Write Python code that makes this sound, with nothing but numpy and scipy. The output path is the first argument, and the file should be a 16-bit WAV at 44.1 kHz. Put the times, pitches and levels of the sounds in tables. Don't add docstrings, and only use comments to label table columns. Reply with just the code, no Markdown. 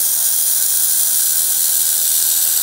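import sys
import numpy as np
from scipy import signal
from scipy.fft import rfft, irfft, next_fast_len
from scipy.io import wavfile
from scipy.ndimage import uniform_filter1d, map_coordinates

SR = 44100
rng = np.random.default_rng(int(sys.argv[2]) if len(sys.argv) > 2 else 0)


def level_to_linear(level):
    exponent = np.asarray(level, float) / 20
    return 10 ** exponent


def to_wav(s):
    ch = np.atleast_2d(s).T
    pcm = np.round(np.clip(ch, -1, 1) * 32767)
    wavfile.write(sys.argv[1], SR, pcm.astype(np.int16))


N = 115542
SWEEP_HZ = 40.24


def unit(x):
    return x / np.sqrt(np.mean(x ** 2) + 1e-20)


def along(points, hz):
    f, v = np.transpose(points)
    return np.interp(np.log(hz + 1), np.log(f + 1), v)


def wobble(rate):
    knots = rng.standard_normal(int(N * rate / SR) + 4)
    return unit(map_coordinates(knots, [np.arange(N) * rate / SR]))


def filtered(x, response):
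    m = next_fast_len(N + 8192)
    return irfft(rfft(x, m) * response(np.fft.rfftfreq(m, 1 / SR)), m)[:N]


def plume_bursts():
    # (multiple of the sweep, depth [dB])
    flare = [(1, 0.3), (2, 1.54), (4, 1.13)]
    crests = [.0115, .00405, .0028]
    flare_growth = 0.46
    sputter_db, flicker_db, drift_db = 1.05, 0.55, 0.24

    t = np.arange(N) / SR
    flare_db = sum(depth_db * np.cos(2 * np.pi * multiple * SWEEP_HZ * (t - crest))
                   for (multiple, depth_db), crest in zip(flare, crests))
    flare_db = flare_db * (1 + flare_growth * (t / t[-1] - .5))
    chance_db = sputter_db * wobble(350) + flicker_db * wobble(44.91) + drift_db * wobble(16)
    return rng.standard_normal(N) * level_to_linear(flare_db + chance_db)


def resonance(hz, start_hz, end_hz, width_hz, travel):
    centre_hz = start_hz + (end_hz - start_hz) * travel
    return 1 / (1 + ((hz - centre_hz) * 2 / width_hz) ** 2)


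def metal_colour_db(hz, when):
    # (frequency [Hz], density [dB per Hz])
    plume_spectrum = [(400, -16), (2000, -9.5), (2700, -11), (3300, -15.5), (5500, -12.5), (8500, -4),
                      (15700, -1.7)]
    # (start [Hz], end [Hz], width [Hz], start level [dB], end level [dB])
    moving_peaks = [(3280, 3370, 240, 6.3, 1.7), (3920, 3770, 720, 1.8, 10.2), (4220, 4400, 450, 2.0, 9.3),
                    (4900, 5060, 400, 4.0, 6.2), (6060, 5860, 640, 11.9, 10.8), (6790, 7200, 670, 4.7, 5.1),
                    (7790, 7940, 710, 3.6, 6.7), (9630, 9840, 430, 7.6, 7.1), (9240, 9190, 900, 1.0, 13.2),
                    (10430, 10610, 300, 5.5, 2.2), (11080, 11270, 370, 3.2, 3.9),
                    (11740, 12250, 350, 6.0, 6.3), (12900, 12870, 770, 6.7, 7.2),
                    (15070, 16060, 1000, 11.1, 3.8)]
    # (start [Hz], end [Hz], width [Hz], start level [dB], end level [dB])
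    moving_dips = [(4540, 4720, 190, -6.0, -0.8), (5200, 5440, 140, -2.5, -7.5),
                   (6270, 6150, 380, -8.6, -1.0), (9880, 9860, 250, -8.6, -11.3),
                   (13480, 13430, 370, -5.5, -5.4), (15020, 15080, 560, -11.6, 2.5),
                   (14770, 14740, 150, -0.2, 4.2), (8430, 9240, 680, 5.4, -8.5),
                   (10800, 10740, 100, -2.1, -3.1), (2300, 2410, 270, -4.2, 5.5)]
    # (start [Hz], end [Hz], width [Hz], level [dB], deepest [s])
    passing_dips = [(11280, 11980, 230, -13.5, .98), (7800, 8640, 600, -8.9, .2),
                    (12660, 13380, 850, -9.8, .16), (11800, 12230, 310, -11.1, 1.89),
                    (13950, 15000, 350, -3, 1.0), (5350, 5500, 110, 4, 0)]
    passing_s = .89
    shadow_db, shadow_width_hz = -14, 75

    travel = when / when[-1]
    colour_db = along(plume_spectrum, hz)
    for start_hz, end_hz, width_hz, start_db, end_db in list(moving_peaks) + list(moving_dips):
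        height_db = start_db + (end_db - start_db) * travel
        colour_db = colour_db + height_db * resonance(hz, start_hz, end_hz, width_hz, travel)
    for start_hz, end_hz, width_hz, db, deepest in passing_dips:
        height_db = db * np.exp(-((when - deepest) / passing_s) ** 2)
        colour_db = colour_db + height_db * resonance(hz, start_hz, end_hz, width_hz, travel)
    shadow_edge_hz = 3087 - 387 * travel ** 1.4
    return colour_db + shadow_db / (1 + np.exp((hz - shadow_edge_hz) / shadow_width_hz))


def plume():
    # (time [s], level [dB])
    effort = [(0, -14), (.11, -15.5), (.5, -15), (1.2, -14), (1.28, -16), (1.36, -14), (1.49, -16),
              (1.56, -15), (1.9, -15), (1.97, -16), (2.08, -14.5), (2.57, -15), (2.62, -16.5)]
    patchy_db = 0.63

    hz, when, z = signal.stft(plume_bursts(), SR, nperseg=1024, noverlap=768)
    hz = hz[:, None]
    gain = level_to_linear(metal_colour_db(hz, when))
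    gain = gain / np.sqrt(np.mean(gain[hz[:, 0] < 15700] ** 2, axis=0))
    patches = uniform_filter1d(rng.standard_normal(z.shape), size=9, axis=0)
    patches = uniform_filter1d(patches, size=10, axis=1)
    coloured = z * gain * level_to_linear(patchy_db * unit(patches)) * (hz < 16000)
    hiss = signal.istft(coloured, SR, nperseg=1024, noverlap=768)[1][:N]
    return unit(hiss) * level_to_linear(np.interp(np.arange(N) / SR, *np.transpose(effort)))


def hose():
    # (time [s], level [dB])
    flow = [
        (0.0, -46),
        (0.03, -42.5),
        (2.42, -42),
        (2.48, -38),
        (2.62, -39.5),
    ]
    pipe_hz, pipe_width_hz = 1548, 115

    def ring(f):
        damping = 1j * f * pipe_width_hz
        return damping / (pipe_hz ** 2 - f * f + damping)

    level_db = np.interp(np.arange(N) / SR, *np.transpose(flow)) + 1.2 * wobble(13.05)
    return unit(filtered(rng.standard_normal(N), ring)) * level_to_linear(level_db)


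def fans():
    # (frequency [Hz], density [dB per Hz])
    air_spectrum = [(20, -30), (60, -17), (110, -7), (300, -2), (470, -2.5), (700, 5.4), (1000, 0.5),
                    (1250, -6.5)]
    # (time [s], level [dB])
    fan_air = [(0.0, -40), (0.03, -44), (1.31, -45.5), (1.33, -45), (1.36, -43), (1.65, -44), (2.62, -44.5)]

    spectrum = list(air_spectrum) + [(2600, -10), (6000, -37)]
    air = filtered(rng.standard_normal(N), lambda f: level_to_linear(along(spectrum, f)))
    level_db = np.interp(np.arange(N) / SR, *np.transpose(fan_air)) + 0.58 * wobble(13.88)
    return unit(air) * level_to_linear(level_db)


def machine_hum():
    # (frequency [Hz], rms level [dB])
    cooler = [(91.8, -58.5), (165.5, -60.5), (184, -68), (242, -59.5), (370.5, -60.5), (443, -66.5),
              (830, -60)]
    sweep_drive = [-88, -76, -72, -82.5]
    unsteady_db, wander_rad = 1.5, .6

    t = np.arange(N) / SR
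    tones = list(cooler) + [((k + 1) * SWEEP_HZ, db) for k, db in enumerate(sweep_drive)]
    hum = np.zeros(N)
    for hz, db in tones:
        strength = np.sqrt(2) * level_to_linear(db + unsteady_db * wobble(7.1))
        hum += strength * np.sin(2 * np.pi * hz * t + wander_rad * wobble(5.87))
    return hum


def scene():
    return (plume() + hose() + fans() + machine_hum())[None]


def roll_off(x):
    return signal.sosfilt(signal.butter(12, 17020, fs=SR, output="sos"), x)


def record(dry):
    ceiling, low_cut_hz, top_hz = .9, 41, 15735
    soft = dry / (1 + np.abs(dry / ceiling) ** 4) ** .25

    def band(hz):
        return (hz < top_hz) * hz ** 2 / (hz ** 2 + low_cut_hz ** 2)

    return roll_off(filtered(soft[0], band)[None])


dry = scene()
out = record(dry)
to_wav(out)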